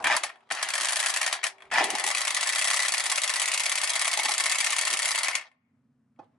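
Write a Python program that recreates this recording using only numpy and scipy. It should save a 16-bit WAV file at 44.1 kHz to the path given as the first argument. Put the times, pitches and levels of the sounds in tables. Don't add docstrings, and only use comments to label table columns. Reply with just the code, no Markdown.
import sys
import numpy as np
from scipy import signal
from scipy.fft import rfft, irfft
from scipy.io import wavfile
from scipy.ndimage import uniform_filter1d

SR = 44100
rng = np.random.default_rng(int(sys.argv[2]) if len(sys.argv) > 2 else 0)


def wav_out(sig):
    wavfile.write(sys.argv[1], SR, np.round(np.clip(np.atleast_2d(sig).T, -1, 1) * 32767).astype(np.int16))


N = 281337
TIME = np.arange(N) / SR
TAPS = 4096
HZ = np.fft.rfftfreq(TAPS, 1 / SR)


def amp(db):
    return 10 ** (np.asarray(db) / 20)


def unit(x):
    return x / np.sqrt(np.mean(x ** 2) + 1e-20)


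def read(points, hz):
    f, value = np.transpose(points)
    return np.interp(np.log(hz + 1), np.log(f + 1), value)


def wander(hz):
    lowpass = signal.butter(2, min(hz, SR / 4), fs=SR, output="sos")
    return unit(signal.sosfilt(lowpass, rng.standard_normal(N)))


def white():
    return rng.standard_normal((2, N))


def causal(db):
    cepstrum = irfft(np.log(amp(db)))
    fold = np.r_[1, np.full(TAPS // 2 - 1, 2), 1, np.zeros(TAPS // 2 - 1)]
    return np.exp(rfft(cepstrum * fold))


def resonances(modes):
    return sum(amp(db) / (1 + 1j * (HZ ** 2 - f ** 2) / (width * HZ + 1e-9)) for f, width, db in modes)


def lifts(modes):
    return sum(lift / (1 + (2 * (HZ - f) / width) ** 2) for f, width, lift in modes)


# frequency in Hz, width in Hz, lift in dB.
STEEL = [(1054, 120, 2.5), (2870, 120, 1), (3337, 190, 5), (3910, 91, 4), (4470, 200, 5.5), (4820, 72, 1.5),
         (5620, 140, -0.5), (6360, 360, 1.5), (7444, 150, 1.5), (7820, 170, 3.5), (8480, 180, 2.5),
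         (9450, 300, 1.5), (10600, 300, 2.5)]


def steel(spectrum):
    return causal(read(spectrum, HZ) + lifts(STEEL))


# frequency in Hz, likeness from 0 to 1.
LIKENESS = [(100, .97), (500, .92), (1000, .86), (2000, .73), (4000, .62), (9000, .58)]
# frequency in Hz, left minus right in dB.
LEAN = [(60, 0.5), (97, -0.5), (160, 0), (250, -1), (410, 2), (660, -1.5), (1070, 1), (1720, 5), (2780, 2),
        (4500, 0.5), (7270, 3), (11700, 0.5)]


def radiate(drive, response, lead_s=.00002):
    same = np.clip(read(LIKENESS, HZ), 0, .999)
    lean = amp(read(LEAN, HZ) / 2)
    response = response / np.sqrt(np.mean(abs(response) ** 2))
    left = response * lean
    right = response / lean * np.exp(-2j * np.pi * HZ * lead_s)
    paths = irfft([left, right * same, right * np.sqrt(1 - same ** 2)])
    lead_in = TAPS // 64
    paths = np.roll(paths, lead_in, axis=1)
    heard = signal.oaconvolve(drive[[0, 0, 1]], paths, axes=1)[:, lead_in:][:, :N]
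    return np.array([heard[0], heard[1] + heard[2]])


def strikes(s, db, rise_s, ring_s, linger_db, linger_s):
    hits, t = np.zeros(N), TIME[:SR // 6]
    np.add.at(hits, np.clip(np.round(s * SR).astype(int), 0, N - 1), amp(db) ** 2)
    decay = np.exp(-t / ring_s) + amp(linger_db) ** 2 * np.exp(-t / linger_s)
    power = (1 - np.exp(-(t / rise_s) ** 2)) * decay
    return np.sqrt(abs(signal.oaconvolve(hits, power)[:N]))


def ring_out(s, db, modes, rise_s=0.0011):
    kicks, t = np.zeros(N), TIME[:SR // 5]
    np.add.at(kicks, (s * SR).astype(int), amp(db))
    ring = sum(amp(level - 60 * t / t60) * np.sin(2 * np.pi * hz * t) for hz, level, t60 in modes)
    return signal.oaconvolve(kicks, ring * (1 - np.exp(-t / rise_s)))[:N]


# frequency in Hz, level in relative dB.
AIR = [(25, -38), (65, -18), (110, -3), (160, -3), (260, 3), (310, -14), (400, -15.5), (900, -22.5),
       (1250, -21.5), (2200, -31), (3500, -38.5), (11000, -42.5), (14000, -58.5)]
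# mean frequency in Hz, level in relative dB.
HUM = [(102, -79), (134, -74.5), (231, -71.5), (255, -75)]


def ambience():
    hum = sum(amp(db) * np.sin(2 * np.pi * np.cumsum(f + 7 * wander(14)) / SR) for f, db in HUM)
    return amp(-87.5) * radiate(white(), causal(read(AIR, HZ))) + amp(-15.5) * hum


# frequency in Hz, t60 in seconds.
GARAGE = [(100, 0.44), (600, 0.32), (2000, 0.17), (3500, .17), (5000, 0.19), (11000, 0.065)]
FAR_DB, FAR_T60_S = -26, 0.72


def garage(x, gap_s=0.0027):
    hz, t, z = signal.stft(rng.standard_normal((2, SR // 2)), SR, nperseg=256)
    near_fade = amp(-60 * t / read(GARAGE, hz)[:, None])
    far_fade = amp(FAR_DB - 60 * t / FAR_T60_S) / (1 + (hz[:, None] / 2100) ** 3)
    fade = (near_fade + far_fade) * np.clip(t / gap_s, 0, 1)
    tail = signal.istft(z * fade, SR, nperseg=256)[1]
    return signal.fftconvolve(x, tail / np.linalg.norm(tail[0]), axes=1)[:, :N]


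def wheel_well(x, spread_s=.007, shake_hz=14, count=60, size=10):
    blend = np.array([wander(shake_hz) for _ in range(size)])
    echoes = 0
    for share in blend / np.linalg.norm(blend, axis=0):
        delay_s = np.clip(.0002 + spread_s * rng.random((2, count)) ** 2, 0, .04)
        taps = np.zeros((2, SR // 20))
        np.put_along_axis(taps, (delay_s * SR).astype(int), rng.choice([-1., 1.], delay_s.shape), 1)
        mono = (share * x.mean(0))[None]
        echoes = echoes + signal.oaconvolve(mono, taps / np.sqrt(count), axes=1)[:, :N]
    return signal.sosfilt(signal.butter(1, 1500, "high", fs=SR, output="sos"), echoes)


KNOCK_S = 6.189
# frequency in Hz, width in Hz, level in relative dB.
PANEL = [(148.4, 31, -17), (264, 58, -7.5), (344.6, 58, -6), (516, 58, -11), (678, 25, -6), (780, 52, 3.5),
         (828, 33, 0), (1060, 25, -8), (1294, 45, -18), (1730, 32, -11), (2050, 48, -16), (2541.4, 55, -10)]
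# frequency in Hz, level in relative dB.
RUB = [(40, -23), (130, 5.5), (400, 0.5), (1200, -1.5), (1700, -12), (3000, -19), (11000, -41.5)]
# time in seconds, level in relative dB.
SLIDE = [(6.14, -110), (6.165, -80.5), (6.185, -76), (6.23, -62), (6.29, -79), (6.35, -75.5), (6.38, -80)]
# frequency in Hz, level in relative dB.
WHIRR = [(40, -55.5), (140, -52.5), (230, -32), (380, -19), (470, -17.5), (600, -2.5), (1000, 0.5),
         (1620, -0.5), (1900, 2.5), (2300, 1.5), (2900, -2.5), (3600, -6.5), (6000, -12), (12000, -54)]
# frequency in Hz, level in relative dB.
CRACK = [(100, -70), (1200, -32), (2600, 1.5), (3600, -0.5), (5200, 1), (7500, 1.5), (11000, 1.5),
         (13000, -14.5)]


def knock(soft_hz=1700, low_hz=130):
    envelope = strikes(np.array([KNOCK_S]), np.array([0]),
                       rise_s=0.004, ring_s=0.0032, linger_db=-16, linger_s=0.011)
    blow = white() * envelope
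    panel = resonances(PANEL) / (1 + 1j * HZ / soft_hz) ** 3 * (HZ / (HZ - 1j * low_hz)) ** 2
    thud = amp([[-1.5], [1.5]]) * radiate(amp(-33.0) * blow, panel)
    tick = amp(-52.5) * radiate(blow, steel(WHIRR)) + amp(-74) * radiate(blow, steel(CRACK))
    slide = white() * amp(np.interp(TIME, *np.transpose(SLIDE)))
    return thud + tick + radiate(slide, causal(read(RUB, HZ)))


# time in seconds, level in dB.
UNSEAT = (6.2425, -86)
# frequency in Hz, level in relative dB.
CLICK = [(500, -35), (2200, -14), (2800, 0), (4600, 0), (5500, -13), (11000, -10)]


def unseat():
    s, db = np.transpose([UNSEAT])
    envelope = strikes(s, db, rise_s=0.00048, ring_s=.0018, linger_db=-18, linger_s=.006)
    return radiate(white() * envelope, causal(read(CLICK, HZ)))


GRIP_DB, LET_GO_S = -71.5, 5.42
# frequency in Hz, level in relative dB.
GRATE = [(40, -22.5), (150, -11), (400, -1), (1000, 5), (2200, -9), (3500, -10), (6000, -22.5),
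         (11000, -31.5)]


def grip(uneven_db=4.0, release_db_per_s=200):
    db = GRIP_DB + uneven_db * wander(25) - release_db_per_s * np.maximum(TIME - LET_GO_S, 0)
    return radiate(white() * amp(db), causal(read(GRATE, HZ)))


# on in seconds, off in seconds, whirr in dB, brush fizz in dB at full speed.
SQUEEZES = [(0.043, 0.28, -39, -45), (0.502, 1.366, -34, -36.5), (1.429, 1.468, -30, -31),
            (1.714, 5.374, -33, -33.5)]
WHIRR_COAST_DB_PER_S, FIZZ_COAST_DB_PER_S = 239.5, 561
SHORT_COAST = 0.84
SPIN_UP_S, SLOW_FIZZ_DB = 0.38, -4
COAST_S, HALT_S = .114, .009


def running(attack_s=0.00295):
    whirr = fizz = 0
    for on, off, whirr_db, fizz_db in SQUEEZES:
        slow = np.exp(-np.clip(TIME - on, 0, off - on) / SPIN_UP_S)
        gate = np.clip((TIME - on) / attack_s, 0, 1)
        coast = np.maximum(TIME - off, 0) * (1 + SHORT_COAST * slow)
        turning = .5 - .5 * np.tanh((coast - COAST_S) / HALT_S)
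        whirr = whirr + gate * turning * amp(whirr_db - WHIRR_COAST_DB_PER_S * coast)
        fizz = fizz + gate * amp(fizz_db + SLOW_FIZZ_DB * slow - FIZZ_COAST_DB_PER_S * coast)
    return whirr, fizz


# time in seconds, level in dB.
JOLTS = [(.002, -60), (.047, -57), (.505, -68.5), (.61, -64.5), (.71, -75.5), (1.13, -69), (1.243, -69),
         (1.43, -71), (1.648, -74.5), (1.69, -73.5), (1.765, -60), (1.925, -63.5), (3.44, -75.5),
         (3.61, -70), (3.68, -80), (3.77, -79), (3.985, -79), (4.21, -75), (4.76, -73), (5.24, -67),
         (5.275, -73)]
# frequency in Hz, level in relative dB.
THUMP = [(20, -19), (45, -8.5), (90, 0.5), (160, -2), (400, -29), (2000, -79.5)]
# frequency in Hz, level in relative dB.
BUCK = [(25, -28.5), (70, -16), (150, -2), (220, 0), (400, -20.5), (2000, -70.5)]
THUMPS_PER_S, THUMP_DB = 8, -90
BUCK_DB = -39


def thumps(strain, spread_db=5):
    held = sum((TIME > on) & (TIME < off) for on, off, _, _ in SQUEEZES)
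    s = TIME[rng.random(N) < held * THUMPS_PER_S / SR]
    soft = np.c_[s, THUMP_DB + spread_db * np.clip(rng.standard_normal(len(s)), -2, 2)]
    envelope = strikes(*np.r_[JOLTS, soft].T, rise_s=.004, ring_s=0.012, linger_db=-23, linger_s=.02)
    lumps = radiate(white() * envelope, causal(read(THUMP, HZ)))
    return lumps + radiate(white() * strain * amp(BUCK_DB), causal(read(BUCK, HZ)))


# time in seconds, block shake in dB, pulley ring in dB.
JERKS = [(.001, -44.5, -60.5), (.045, -55, -39.5), (.1, -48.5, -16.5), (.245, -67, -26), (.51, -54, -35),
         (1.44, -68, -46), (1.715, -54.5, -42.5), (1.806, -31, -20), (1.838, -44, -21.5),
         (1.952, -50.5, -17.5), (1.998, -47.5, -34), (2.04, -61, -23.5), (2.077, -57, -22.5),
         (4.174, -53.5, -21), (4.194, -53.5, -21), (4.253, -65, -22), (4.292, -55, -21)]
# frequency in Hz, level in relative dB.
RUMBLE = [(20, -37.5), (60, -29.5), (110, -27.5), (180, -7), (290, 1.5), (390, 7.5), (480, -0.5),
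          (700, -25), (2000, -71)]
# frequency in Hz, width in Hz, level in relative dB.
PULLEY = [(660, 76.6, -12), (787, 94, 5), (936, 69, -3.5)]
JERK_RISE_S, JERK_FADE_S = 0.0011, 0.014
SHAKE_DB, PULLEY_DB, PULLEY_FOLLOW = -35.5, -6, 0.7


def engine(whirr, lumpy_db=6.0):
    s, shake_db, _ = np.transpose(JERKS)
    jerks = strikes(s, shake_db, rise_s=JERK_RISE_S, ring_s=JERK_FADE_S, linger_db=-10.5, linger_s=0.083)
    shake = np.hypot(amp(SHAKE_DB) * whirr, jerks)
    rumble = radiate(white() * shake * amp(lumpy_db * wander(9)), causal(read(RUMBLE, HZ)))
    colour = causal(read([(200, -31.5), (600, -0.5), (1000, -3.5), (2500, -7.5)], HZ))
    ring = radiate(white(), resonances(PULLEY) * colour)
    return amp(-2.0) * rumble + amp(PULLEY_DB) * ring * shake ** PULLEY_FOLLOW


# frequency in Hz, level in dB relative to the shake, t60 in seconds.
BLOCK_RING = [(389, -2.5, .16)]


def pulley():
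    s, shake_db, ring_db = np.transpose(JERKS)
    return ring_out(s, ring_db, [(842.0, 0.0017, 0.042)]) + ring_out(s, shake_db, BLOCK_RING)


# time in seconds, level in dB.
SINGING = [(.11, -77), (1.325, -63.5)]
# frequency in Hz, level in relative dB, t60 in seconds.
SINGING_MODES = [(389, -1, 4.5), (616, -1.5, 1.6), (704, 2, 1.4), (810, -3, 1.2), (967, 4, .6)]


def singing_part():
    ring = 0
    for s, db in SINGING:
        t = np.maximum(TIME - s, 0)
        for hz, level, t60 in SINGING_MODES:
            ring = ring + amp(db + level - 60 * t / t60) * np.sin(2 * np.pi * hz * t)
    return ring


# start in seconds, hardest strain in seconds, breaks free in seconds, end in seconds, level in dB.
STARTS = [(0.043, 0.126, .138, 0.18, -17.5), (1.713, 1.785, 1.806, 1.84, -17.5)]
TOOTH_HZ, TOOTH_CLIMB_HZ_PER_S = 780, 2400
FREE_JUMP_HZ, FREE_S, FREE_DROP_DB = 1191, 0.0058, -1.5
STRAIN_DB_PER_S, GEAR_RELEASE_DB_PER_S = 160.5, 1298.5
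MAINS_PULSE_HZ, MAINS_CREST_S, MAINS_RIPPLE_DB = 120, .0592, 2.5


def spin_up():
    gain, tooth_hz = np.zeros(N), np.full(N, float(TOOTH_HZ))
    for start, hardest, free, end, db in STARTS:
        on, t = TIME >= start, np.clip(TIME - start, 0, end - start)
        leap = .5 + .5 * np.tanh((TIME - free) / (2 * FREE_S))
        ebb_db = STRAIN_DB_PER_S * abs(TIME - hardest) + GEAR_RELEASE_DB_PER_S * np.maximum(TIME - end, 0)
        gain = gain + on * amp(db - ebb_db + FREE_DROP_DB * leap)
        climb_hz = TOOTH_HZ + TOOTH_CLIMB_HZ_PER_S * t + FREE_JUMP_HZ * leap
        tooth_hz = np.where(on, climb_hz, tooth_hz)
    ripple_db = MAINS_RIPPLE_DB * np.cos(2 * np.pi * MAINS_PULSE_HZ * (TIME - MAINS_CREST_S))
    return gain * amp(ripple_db), tooth_hz


# frequency in Hz, width in Hz, level in relative dB.
GEARBOX = [(660, 410, -7.5), (987, 56, -0.5), (1340, 550, -5.5), (1774, 110, 4), (1940, 80, 1),
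           (2380, 190, -1.5), (2860, 150, -4.5), (3270, 120, -6.5), (4160, 150, -15.5), (4880, 170, -4.5)]
# frequency in Hz, gain in relative dB.
HOUSING = [(50, -14.5), (250, -5), (470, -13), (600, 7), (4000, -5.5), (11000, -5)]


def gears(strain, tooth_hz, rough=0.68, jitter=.07):
    turns = np.cumsum(tooth_hz * (1 + jitter * wander(249.3))) / SR
    teeth = unit(sum(np.cos(2 * np.pi * k * turns) for k in range(1, 5)))
    scrape = white() * unit(amp(2.3 * wander(300)))
    mesh = amp(-12.5) * np.sqrt(1 - rough) * teeth + np.sqrt(rough) * scrape
    return radiate(mesh * strain, resonances(GEARBOX) * causal(read(HOUSING, HZ))) * amp(-3.0)


# time in seconds, level in dB.
SLACK = [(0.041, -20), (0.0478, -18.5), (0.0568, -12), (0.0656, -14), (.0987, -19.5), (0.117, -19.5),
         (1.7136, -29), (1.757, -11.5), (1.7997, -19)]
# frequency in Hz, level in relative dB, t60 in seconds.
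HOUSING_RING = [(1740, 2, 0.017), (2366, -2, 0.027), (3200, -14, 0.029)]


def gear_slack():
    return ring_out(*np.transpose(SLACK), HOUSING_RING, rise_s=.001)


def motor(whirr, fizz, ticks_per_s=260, tick_share=.55):
    s = np.flatnonzero(rng.random(N) < ticks_per_s / SR) / SR
    tick_db = 3 * np.clip(rng.standard_normal(len(s)), -2, 2)
    ticks = unit(strikes(s, tick_db, rise_s=0.00026, ring_s=0.00085, linger_db=-9, linger_s=0.0038))
    grain = np.sqrt(1 - tick_share + tick_share * ticks ** 2)
    whirring = radiate(white() * grain * whirr, steel(WHIRR))
    fizzing = radiate(white() * grain * fizz, steel(CRACK))
    return amp(-4.0) * whirring + amp(-9.5) * fizzing


# time in seconds, level in dB.
RATTLES = [(0.292, -31.5), (0.299, -32.5), (0.357, -49), (.370, -58), (.406, -61), (0.49, -56.5),
           (1.558, -67.5), (1.582, -49), (1.604, -48), (1.621, -41.5), (1.653, -55), (1.702, -56.5),
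           (5.457, -59), (5.467, -60), (5.481, -60), (5.515, -60.5), (6.16, -86)]
# frequency in Hz, level in relative dB.
CLANK = [(40, -49), (140, -51.5), (230, -27.5), (380, -18.5), (470, -24.5), (580, 0), (850, -4), (1100, 3),
         (1620, -0.5), (1850, 2.5), (2300, 5.5), (2900, -3.5), (3800, -10.5), (6000, -33), (12000, -52.5)]


def socket():
    s, db = np.transpose(RATTLES)
    taps = white() * strikes(s, db, rise_s=0.00062, ring_s=0.002, linger_db=-13, linger_s=0.0099)
    ping = ring_out(s, db, [(3345, -12.5, .04)])
    return amp(-4.5) * radiate(taps, steel(CLANK)) + amp(-17.0) * radiate(taps, steel(CRACK)) + ping


# frequency in Hz, level in dB relative to the clank, t60 in seconds.
SOCKET_RING = [(1090, -12, 0.039), (1813, -14.5, 0.068), (1970, -11, 0.08), (2060, -14.5, 0.045),
               (2188, -13, 0.05), (3350, -16.5, 0.061), (4420, -17.5, 0.031), (6375, -17, .022),
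               (7490, -15, .022), (9400, -16, .02)]
RESEAT_S, LOOSE_PITCH = 1.6, .925


def socket_ring(blows):
    s, _, clank_db = np.transpose(blows)
    loose_modes = [(hz * LOOSE_PITCH, db, t60) for hz, db, t60 in SOCKET_RING]
    seats = (s < RESEAT_S, loose_modes), (s >= RESEAT_S, SOCKET_RING)
    ring = sum(ring_out(s[now], clank_db[now], modes, rise_s=0.003) for now, modes in seats)
    return amp([[.3], [-4.7]]) * ring


# frequency in Hz, width in Hz, lift in dB.
LOOSE = [(700, 180, 2.5), (1380, 100, 0.5), (1770, 320, 6), (2450, 400, 0)]
HOME = [(1620, 140, -3.5), (1770, 60, 7.5), (1955, 87, 7.5), (2130, 170, 3.5), (2400, 121, 1.5)]
DEEP = [(1620, 160, -3), (1812, 69.52, 7.5), (1957, 70, 4.5), (2090, 90, 5.5), (2205, 112, 6.5),
        (2480, 150, .5)]
DEEPEN_S, SEATING_S = 3.5, 0.17


def seated(x):
    pressed, deep = (np.clip(.5 + (TIME - s) / SEATING_S, 0, 1) for s in (RESEAT_S, DEEPEN_S))
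    out = 0
    for share, modes in ((1 - pressed, LOOSE), (pressed - deep, HOME), (deep, DEEP)):
        out = out + signal.oaconvolve(x * share, irfft(causal(lifts(modes)))[None], axes=1)[:, :N]
    return out


# first beat in seconds, last beat in seconds, count of blows, limp in seconds, crack in dB,
# clank in dB, rebound in dB relative to the blow.
RUNS = [(0.809, 0.9225, 4, 0.00055, -22, -25, -0.5), (0.958, 0.993, 2, 0.00048, -21.5, -24.5, 2),
        (2.3465, 2.5028, 6, 0.012, -21.5, -22, -1.5), (2.524, 2.55, 2, 0.00073, -24, -25, 3.5),
        (2.583, 2.8218, 9, 0, -21.5, -22.5, 0.5), (2.85, 2.882, 2, 0, -21.5, -23, -2),
        (2.9202, 3.3059, 14, 0.012, -22.5, -23, 1.5), (3.337, 4.023, 24, 0.0092, -22, -24.5, 0),
        (4.045, 4.072, 2, 0.0018, -24.5, -24, 5), (4.114, 4.262, 6, 0.013, -22.5, -23, 1),
        (4.284, 4.338, 3, 0.0017, -22.5, -25, 1), (4.3795, 4.525, 6, 0.01, -21.5, -22.5, 1),
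        (4.584, 4.794, 8, .011, -21, -22.5, 0), (4.851, 4.884, 2, 0.013, -22, -23, 0.5),
        (4.902, 4.93, 2, 0.0019, -22.5, -25, 1.5), (4.971, 5.001, 2, 0.011, -23, -28.5, 0),
        (5.02, 5.108, 4, 0.0017, -24, -27, 4.5)]
# time in seconds, bright crack in dB, body clank in dB.
SINGLES = [(0.0247, -47, -38), (0.042, -26.5, -15.5), (0.0694, -24, -15.5), (0.165, -20, -20.5),
           (0.2348, -20, -20), (0.239, -35, -29), (0.5099, -31, -20), (0.52, -23.5, -42),
           (0.5487, -33, -43), (0.627, -20, -20), (0.687, -25, -25.5), (0.7028, -25.5, -25.5),
           (0.7362, -21, -23), (0.753, -22, -21), (0.779, -22, -20.5), (.8, -26.5, -28.5),
           (0.832, -23.5, -23), (0.87, -28, -28), (0.906, -28, -33), (1.027, -26.5, -23),
           (1.037, -26.5, -23.5), (1.045, -28.5, -24), (1.06, -19, -22.5), (1.067, -24.5, -21.5),
           (1.084, -25.5, -24.5), (1.095, -24.5, -26.5), (1.101, -21.5, -27.5), (1.139, -21, -29),
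           (1.1612, -22.5, -21), (1.171, -21, -26.5), (1.214, -21, -20.5), (1.229, -24.5, -22.5),
           (1.24, -29.5, -27.5), (1.263, -20, -19.5), (1.276, -23, -22), (1.3264, -18, -20),
           (1.339, -39, -34.5), (1.431, -34.5, -26), (1.4391, -20, -15.5), (1.4658, -23, -21.5),
           (1.737, -28.5, -23.5), (1.84, -19, -21.5), (1.9023, -22.5, -26.5), (1.951, -22.5, -27.5),
           (1.984, -26, -25.5), (1.9962, -24.5, -24.5), (2.039, -22, -24.5), (2.064, -20.5, -22),
           (2.075, -22, -28.5), (2.086, -24, -28), (2.102, -25, -19), (2.112, -21, -26.5),
           (2.148, -21, -23), (2.163, -29, -30.5), (2.171, -22.5, -27), (2.18, -22, -24),
           (2.206, -24.5, -23), (2.215, -21.5, -25.5), (2.2499, -24, -23.5), (2.271, -23.5, -22.5),
           (2.278, -20, -21), (2.305, -20.5, -26), (2.461, -29.5, -24), (2.97, -30.5, -27.5),
           (4.5462, -25, -29), (4.555, -22.5, -23.5), (4.634, -34.5, -31.5), (4.695, -35.5, -33),
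           (4.8116, -20.5, -29), (4.821, -24, -31), (5.1478, -24, -23.5), (5.156, -22, -28),
           (5.1768, -24.5, -22), (5.1862, -21.5, -22), (5.232, -19, -24), (5.245, -23, -25.5),
           (5.255, -30, -32), (5.272, -34, -24.5), (5.2825, -21.5, -18), (5.298, -45, -28),
           (5.352, -18, -19), (5.411, -47, -44)]
LIGHT_DB_PER_S, LOST_REBOUND_DB_PER_S, CRISP_DB_PER_S = 600.5, 2002.5, 129
REBOUND_S, REBOUND_SHORTENING = .0083, 0.2043
CAM_S, CAM_DB = .0145, -18
SCATTER_S, SCATTER_DB = .0003, 0.87


def hammer_blows():
    rows = [np.array(SINGLES)]
    for first, last, count, limp, crack, clank, rebound in RUNS:
        s = np.linspace(first, last, round(count))
        early = np.arange(len(s)) % 2
        late = limp * (1 - early)
        blow = np.c_[s - limp * early, crack + CRISP_DB_PER_S * late, clank - LIGHT_DB_PER_S * late]
        bounce_db = rebound - LOST_REBOUND_DB_PER_S * late
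        bounce_s = np.full(len(s), REBOUND_S - REBOUND_SHORTENING * limp)
        bounce = blow + np.c_[bounce_s, bounce_db, bounce_db]
        tick = blow + [CAM_S, CAM_DB, CAM_DB]
        hits = np.r_[blow, bounce, tick]
        rows.append(hits + rng.standard_normal(hits.shape) * [SCATTER_S, SCATTER_DB, SCATTER_DB])
    return np.concatenate(rows)


def hammer(blows, drag_s=.0026, colour_db=1.36, split_hz=6500):
    s, crack_db, clank_db = np.transpose(blows)
    chatter = unit(amp(1.2 * wander(2500)))
    drag = strikes(s - drag_s, crack_db - 17.0, rise_s=0.0017, ring_s=0.0016, linger_db=-26.5, linger_s=.005)
    clank = strikes(s, clank_db, rise_s=0.0014, ring_s=0.0022, linger_db=-9.5, linger_s=0.0044)
    out = amp(-2.5) * radiate(white() * chatter * np.hypot(clank, drag), steel(CLANK))
    squareness_db = colour_db * np.clip(rng.standard_normal(len(s)), -2, 2)
    upper = 1 / (1 + (split_hz / (HZ + 1)) ** 6)
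    for tilt, share in ((0.82, upper), (-0.093, 1 - upper)):
        crack = strikes(s, crack_db + tilt * squareness_db,
                        rise_s=0.0012, ring_s=0.0015, linger_db=-11.5, linger_s=0.0078)
        burst = white() * chatter * np.hypot(crack, drag)
        out = out + amp(0.23) * radiate(burst, steel(CRACK) * np.sqrt(share))
    return out


LABOUR_DB = -9


def scene():
    blows = hammer_blows()
    whirr, fizz = running()
    strain, tooth_hz = spin_up()
    labouring = np.hypot(whirr, amp(LABOUR_DB) * strain)
    wrench = seated(hammer(blows) + socket() + motor(labouring, fizz))
    wrench = wrench + socket_ring(blows) + gears(strain, tooth_hz) + gear_slack()
    car = engine(whirr) + pulley() + singing_part() + amp(-14.5) * knock()
    near = wrench + car + unseat() + thumps(strain) + grip()
    near = near + amp(-4.5) * wheel_well(near)
    return near + amp(-19.0) * garage(near) + ambience()


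EDGE_HZ = 11170


def record(dry, boost_db=16, threshold_db=-57, recovery_db_per_s=48):
    power_db = 10 * np.log10(abs(uniform_filter1d((dry ** 2).mean(0), size=200)) + 1e-12)
    fall_db = TIME * recovery_db_per_s
    over_db = np.clip(power_db - threshold_db, 0, boost_db)
    duck_db = np.maximum.accumulate(over_db + fall_db) - fall_db
    out = dry * amp(boost_db - uniform_filter1d(duck_db, size=300))
    lowpass = signal.firwin(181, EDGE_HZ, window=("kaiser", 7), fs=SR)
    return signal.oaconvolve(out, lowpass[None], "same")


dry = scene()
out = record(dry)
wav_out(out)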